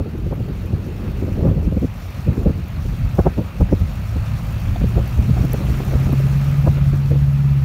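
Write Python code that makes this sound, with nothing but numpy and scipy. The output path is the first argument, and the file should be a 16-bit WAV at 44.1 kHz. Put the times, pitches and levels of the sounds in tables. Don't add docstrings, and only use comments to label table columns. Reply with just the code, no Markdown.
import sys
import numpy as np
from scipy import signal
from scipy.fft import rfft, irfft, next_fast_len
from scipy.io import wavfile
from scipy.ndimage import uniform_filter1d, map_coordinates

SR = 44100
rng = np.random.default_rng(int(sys.argv[2]) if len(sys.argv) > 2 else 0)


def file_out(sig):
    cols = np.atleast_2d(sig).T
    lim = np.clip(cols, -1, 1)
    pcm = np.round(lim * 32767).astype(np.int16)
    wavfile.write(sys.argv[1], SR, pcm)


def magnitude_from_level(level_db):
    exponent = np.asarray(level_db, float) / 20
    return 10 ** exponent


N = 336924

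# start_s, strength_db, edge_db (how far the microphone port's edge faces the wind)
WIND = [(0, -21, -10), (.57, -24.5, -11), (1.3, -22, -5.5), (1.47, -18, -4.5), (1.72, -21, -11),
        (1.86, -26, -21), (2.17, -30.5, -15), (2.4, -21.5, -5), (2.68, -25, -20), (3.04, -19.5, -26.5),
        (3.3, -26.5, -10.5), (3.96, -21.5, -24.5), (4.4, -22, -24.5), (5.06, -21, -18.5), (5.42, -19, -15),
        (6.02, -22.5, -9.5), (6.45, -21, -18), (7.64, -24, -19.5)]
# start_s, rip_db, thump_db, brightness_db, length_s
SLAMS = [(0.062, -25.5, -23, -15, 0.013), (0.267, -26, -20, -19, .011), (.735, -23.5, -12, -19, 0.017),
         (1.437, -21, -25, -17, 0.016), (1.474, -19, -16, -13, 0.035), (1.676, -19, -12.5, -40, .013),
         (1.83, -17, -15.5, -23, 0.013), (1.846, -16, -16, -33, 0.01), (2.281, -19, -2.5, -24, 0.024),
         (2.468, -11, -12.5, -22.5, .019), (3.193, -8.5, -5, -9.5, 0.011), (3.269, -9.5, -8.5, -6, .014),
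         (3.388, -17, -12, -13, 0.02), (3.614, -18, -8, -8, 0.017), (3.728, -9.5, -8, -16.5, 0.011),
         (3.817, -30, -4.5, -18, 0.013), (4.166, -28.5, -11, -13, .016), (4.842, -18.5, -15, -25, 0.0085),
         (4.981, -18, -5, -10, 0.029), (5.189, -23.5, -11, -20, 0.014), (5.3, -26.5, -12, -15, 0.0075),
         (5.395, -27.5, -8.5, -15, 0.024), (5.956, -20, -11.5, -20, 0.015),
         (6.675, -18, -11.5, -3.5, 0.013)]


def unit(x):
    return x / np.sqrt(np.mean(x ** 2, -1, keepdims=True) + 1e-20)


def along(points, hz):
    f, v = np.transpose(points)
    return np.interp(np.log(hz + 1), np.log(f + 1), v)


def curves(rows):
    s, *columns = np.transpose(rows)
    return [np.interp(np.arange(N) / SR, s, column) for column in columns]


def wobble(rate):
    points = rng.standard_normal(int(N * rate / SR) + 4)
    return map_coordinates(points, [np.arange(N) * rate / SR])


def coloured(x, spectrum):
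    size = x.shape[-1]
    m = next_fast_len(size + 8192)
    gain = magnitude_from_level(along(spectrum, np.fft.rfftfreq(m, 1 / SR)))
    return unit(irfft(rfft(x, m) * gain, m)[..., :size])


def patchy(patchy_db):
    z = signal.stft(rng.standard_normal(N + SR), nperseg=512)[2]
    field = uniform_filter1d(rng.standard_normal(z.shape), size=8, axis=0)
    field = uniform_filter1d(field, size=7, axis=1)
    return signal.istft(z * magnitude_from_level(patchy_db * field / field.std()), nperseg=512)[1][:N]


def place(rows, seconds):
    size = rows.shape[1]
    at = np.round(seconds * SR).astype(int)[:, None] + np.arange(size) + size // 2
    return np.bincount(at.ravel(), rows.ravel(), N + 3 * size)[size:N + size]


def wind():
    # pitch_hz, level_db per Hz
    rumble_colour = [(12, -43), (20, -78), (35, 2.5), (81, 2.5), (113, -1.5), (150, -4.5), (193, -7),
                     (253, -19), (300, -25), (390, -37), (660, -120)]
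    flutter_colour = [(59, -32), (100, -4.5), (201, -5.5), (363, -11), (407, -12), (617, -25), (878, -32.5),
                      (1200, -37.5), (1560, -66), (2640, -120)]
    strength_db, edge_db = curves(WIND)
    s, _, thump_db = np.transpose(SLAMS)[:3]
    t = (np.arange(8192) - 4096) / SR
    width_s = np.where(t < 0, .0096, .022)
    swell = place(magnitude_from_level(thump_db - 10)[:, None] * np.exp(-.5 * (t / width_s) ** 2), s)
    unsteady = magnitude_from_level(1.8 * wobble(21) + 1.7 * wobble(7))
    rumble = unit(unsteady * coloured(rng.standard_normal(N), rumble_colour))
    flutter = unit(magnitude_from_level(4.0 * wobble(40)) * coloured(rng.standard_normal(N), flutter_colour))
    return (magnitude_from_level(strength_db) + swell) * rumble + magnitude_from_level(strength_db + edge_db + 1.0) * flutter


def bursts():
    # start_s, rip_db, brightness_db, pitch_hz
    small_rips = [(.004, -22, -11, 293), (.326, -21, -10, 330), (.406, -23.5, -17, 274),
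                  (1.088, -23.5, -26, 273), (1.224, -22.5, -31, 330), (1.282, -22, -35, 370),
                  (1.394, -21.5, -32, 330), (1.511, -21, -29, 340), (1.578, -18.5, -36, 230),
                  (1.726, -21, -19, 265), (1.773, -16.5, -36, 260), (2.382, -20.5, -38, 292),
                  (2.499, -18.5, -34, 240), (2.86, -26.5, -16, 260), (3.412, -27, -22, 390),
                  (4.818, -24, -18, 325), (5.376, -33.5, 6.5, 386), (5.447, -18.5, -18, 250),
                  (5.545, -20, -12, 355), (5.611, -22, -19, 310), (5.805, -30.5, -1, 380),
                  (5.69, -30, -9, 312), (6.071, -28, -15, 389), (6.097, -22, -14, 292),
                  (6.133, -19.5, -11, 267), (5.932, -25.5, -9, 400), (7.158, -27, -25, 380),
                  (6.935, -24.5, -25, 330), (7.118, -21.5, -38, 385), (7.139, -28, -14, 400)]
    rip_thump_db = 4.5
    slams = [(s, db, thump, bright, length, 367 + 3.5 * bright) for s, db, thump, bright, length in SLAMS]
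    rips = [(s, db, db + rip_thump_db, bright, .012, hz) for s, db, bright, hz in small_rips]
    count = 58
    luck = rng.standard_normal((count, 3))
    at = (np.arange(count) + .5 + .25 * luck[:, 0]) / count * N
    at = np.clip(at, 0, N - 1).astype(int)
    puff_db = sum(curves(WIND))[at] + 1 + 5.5 * np.tanh(luck[:, 1])
    puff_hz = 330 * np.exp(0.29 * luck[:, 2])
    puffs = [(i / SR, db, db + rip_thump_db, -18, .0065, hz) for i, db, hz in zip(at, puff_db, puff_hz)]
    return np.transpose(slams + rips + puffs)


def gusts():
    s, db, thump_db, bright_db, length, centre_hz = (c[:, None] for c in bursts())
    middle = 4096
    t = (np.arange(8192) - middle) / SR
    draw = rng.standard_normal((len(s), 3, len(t)))
    draw = draw + (t == 0) * 9 * np.sign(draw[:, :1, :1])
    shape = np.exp(-.5 * (t / (np.where(t < 0, .45, .52) * length)) ** 2)
    shape = shape + 0.12 * np.exp(-.5 * (t / 0.017) ** 2)

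    def near(x):
        return x / np.sqrt(np.mean(x[:, middle - 300:middle + 300] ** 2, 1, keepdims=True))

    coarse_colour = [(90, -31), (150, 4.5), (280, -5.0), (400, -25), (800, -82)]
    fine_colour = [(200, -13), (320, 1), (550, -2.5), (750, -25.5), (1500, -78)]
    edge_colour = [(450, -8.5), (700, 3.0), (1100, -10), (1700, -22), (2300, -41), (3000, -55)]
    coarse = near(shape * coloured(draw[:, 0], coarse_colour))
    fine = near(shape * coloured(draw[:, 1], fine_colour))
    edge = near(shape * coloured(draw[:, 2], edge_colour))
    share = np.clip((centre_hz - 190) / 230, 0, 1)
    rip = (1.7 - 1.16 * share) * coarse + (0.12 + share) * fine
    push_hz = 80 * np.exp(0.22 * np.clip(draw[:, 0, :1], -1.5, 1.5))
    late = t - .009
    push = np.exp(-.5 * (late / 0.012) ** 2) * np.sin(2 * np.pi * push_hz * late + 3 * draw[:, 1, :1])
    strong = np.clip((db + 38.0) / 14, 0, 1)
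    burst = magnitude_from_level(db - 2.5) * rip + magnitude_from_level(db + bright_db - 3.0) * edge
    return place(burst + strong * magnitude_from_level(thump_db - 3.0) * push, s[:, 0])


def grit():
    # start_s, peak_db
    stones = [(0.2892, -45), (0.631, -42), (2.6833, -32), (2.8983, -38), (2.9731, -41), (3.051, -38),
              (3.7983, -34), (4.0397, -38), (4.5261, -34), (5.0764, -28), (5.5318, -15), (5.9628, -37),
              (6.1275, -24), (6.3759, -31)]
    s, db = (c[:, None] for c in np.transpose(stones))
    t = (np.arange(2048) - 1024) / SR
    spray = (t > 0) * magnitude_from_level(-60 * np.abs(t) / .007) * rng.standard_normal((len(s), len(t)))
    crack = (t == 0) + .13 * spray
    snap = coloured(crack, [(2000, -45), (4000, -27), (9500, -17), (11500, -4), (14500, -1.0), (16000, -11)])
    return place(magnitude_from_level(db + 4.0) * snap / np.abs(snap).max(1, keepdims=True), s[:, 0] + 0.001)


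def pings():
    # start_s, peak_db, pitch_hz, fade_s (time to fall 60 dB)
    knocks = [
        (.185, -44, 11700, 0.023),
        (.34, -42, 11800, .02),
        (3.69, -32, 1650, 0.035),
        (4.684, -27, 3300, .009),
        (4.759, -16, 710, 0.025),
        (4.76, -24, 3500, 0.0088),
        (5.521, -22, 6020, 0.0081),
    ]
    s, db, hz, t60 = (c[:, None] for c in np.transpose(knocks))
    t = np.maximum(np.arange(4096) - 2048, 0) / SR
    onset = 1 - np.exp(-t / 0.00097)
    return place(magnitude_from_level(db - 60 * t / t60) * onset * np.sin(2 * np.pi * hz * t), s[:, 0])


def block(firings):
    # start_s, level_db
    bay_level = [(0, -63), (1.19, -57.5), (1.68, -60.5), (2.17, -55.5), (2.64, -58.5), (3.04, -55.5),
                 (3.47, -57.5), (4.25, -53.5), (5.28, -52.5), (5.66, -50), (6.47, -51), (7.13, -55.5),
                 (7.64, -56.5)]
    # pitch_hz, level_db per Hz
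    clatter_colour = [(150, -40), (250, -7), (380, -20.5), (550, -7), (800, -10.5), (1050, -13.5),
                      (1500, -15), (2100, -17), (2800, -18.5), (3000, -22.5), (3600, -22.5), (4600, -24.5),
                      (4950, -32.5), (5400, -59)]
    tick_colour = [(4500, -26), (5100, 2), (6100, 1), (6500, -2), (6800, 0.5), (7200, -3), (7800, -6.5),
                   (9400, -4.5), (10200, -7), (10700, -21)]
    hiss_colour = [(10100, -17), (10700, -3.5), (12100, 0.5), (13500, -0.5), (15000, 1), (15700, -3.5)]
    # pitch_hz, width_hz, boost_db
    panels = [(1265, 270, 4), (2523, 480, 3.5), (3140, 130, 2.5), (4160, 130, 1.5), (4570, 200, 2.5)]
    tick_db, = curves(bay_level)
    mean_db = tick_db.mean()
    clatter_db = mean_db + 11.5 + 0.71 * (tick_db - mean_db)
    hiss_db = mean_db + 0.87 * (tick_db - mean_db)
    count = firings.astype(int)
    cylinder = rng.standard_normal(8)[count % 8]
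    chance = rng.standard_normal((3, count[-1] + 1))[:, count]
    decay = np.exp(-2.5 * (firings % 1))
    knock = magnitude_from_level(0.33 * cylinder + 3.3 * chance) * decay
    surge = wobble(26)
    hz = np.fft.rfftfreq(N, 1 / SR)
    ring = magnitude_from_level(sum(db / (1 + (2 * (hz - centre_hz) / width) ** 2) for centre_hz, width, db in panels))
    clatter = coloured((1 + 0.27 * knock[0]) * patchy(patchy_db=1.35), clatter_colour)
    clatter = unit(irfft(rfft(clatter) * ring, N))
    tick_swing = magnitude_from_level(1.12 * surge + 0.12 * wobble(5.1))
    tick = coloured((1 + 0.47 * knock[1]) * tick_swing * patchy(patchy_db=1.2), tick_colour)
    hiss_knock = 1 + 0.7 * magnitude_from_level(2.1 * chance[1]) * knock[2]
    hiss = coloured(hiss_knock * magnitude_from_level(0.74 * surge) * patchy(patchy_db=0.5), hiss_colour)
    return magnitude_from_level(clatter_db + 3.0) * clatter + magnitude_from_level(tick_db + 0.5) * tick + magnitude_from_level(hiss_db + 1.5) * hiss


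def exhaust(firings, boom_db):
    # order (cycles per crankshaft turn), level_db under the boom
    shaft_orders = [(4, -10.5), (6, -23), (8, 0), (10, -24), (12, -20)]
    turns = firings / 4
    tone = 0
    for order, db in shaft_orders:
        waver = 1 - .1 * db
        phase = 2 * np.pi * (order * turns + rng.random()) + .17 * waver * wobble(12)
        tone = tone + magnitude_from_level(db + 1.1 * waver * wobble(9)) * np.sin(phase)
    throb = 1 + .32 * np.sin(2 * np.pi * turns + .7 * wobble(4))
    return np.sqrt(2) * magnitude_from_level(boom_db) * throb * tone


def scene():
    # start_s, firing_hz, boom_db
    engine = [(0, 45.04, -38), (.5, 45.6, -31), (1.1, 52.85, -31), (1.6, 48.6, -32.5), (2.6, 48.66, -32),
              (3.4, 48.5, -34), (3.9, 48.56, -37), (4.12, 53.52, -21), (4.45, 52.78, -28),
              (4.75, 55.36, -27.5), (5.05, 59.53, -24), (5.3, 61.58, -20), (5.53, 64.65, -23.5),
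              (6.13, 67.12, -17.5), (6.57, 70.5, -16), (7, 69, -15.5), (7.36, 70.07, -14),
              (7.64, 68.4, -16.5)]
    firing_hz, boom_db = curves(engine)
    firings = np.cumsum(firing_hz) / SR
    truck = exhaust(firings, boom_db) + block(firings) + grit() + pings()
    return (truck + wind() + gusts())[None]


def band_limit(x):
    return signal.sosfilt(signal.butter(12, 16520, fs=SR, output="sos"), x)


def record(dry):
    m = next_fast_len(N + SR)
    hz = np.fft.rfftfreq(m, 1 / SR)
    margin = SR // 4
    wide = np.pad(dry, ((0, 0), (margin, margin)), "reflect")
    response = (hz < 15750) / np.sqrt(1 + (40 / (hz + 1)) ** 6)
    heard = irfft(rfft(wide, m) * response, m)[:, margin:margin + N]
    rounded = heard / (1 + np.abs(heard / .97) ** 6) ** (1 / 6)
    return band_limit(rounded)


dry = scene()
out = record(dry)
file_out(out)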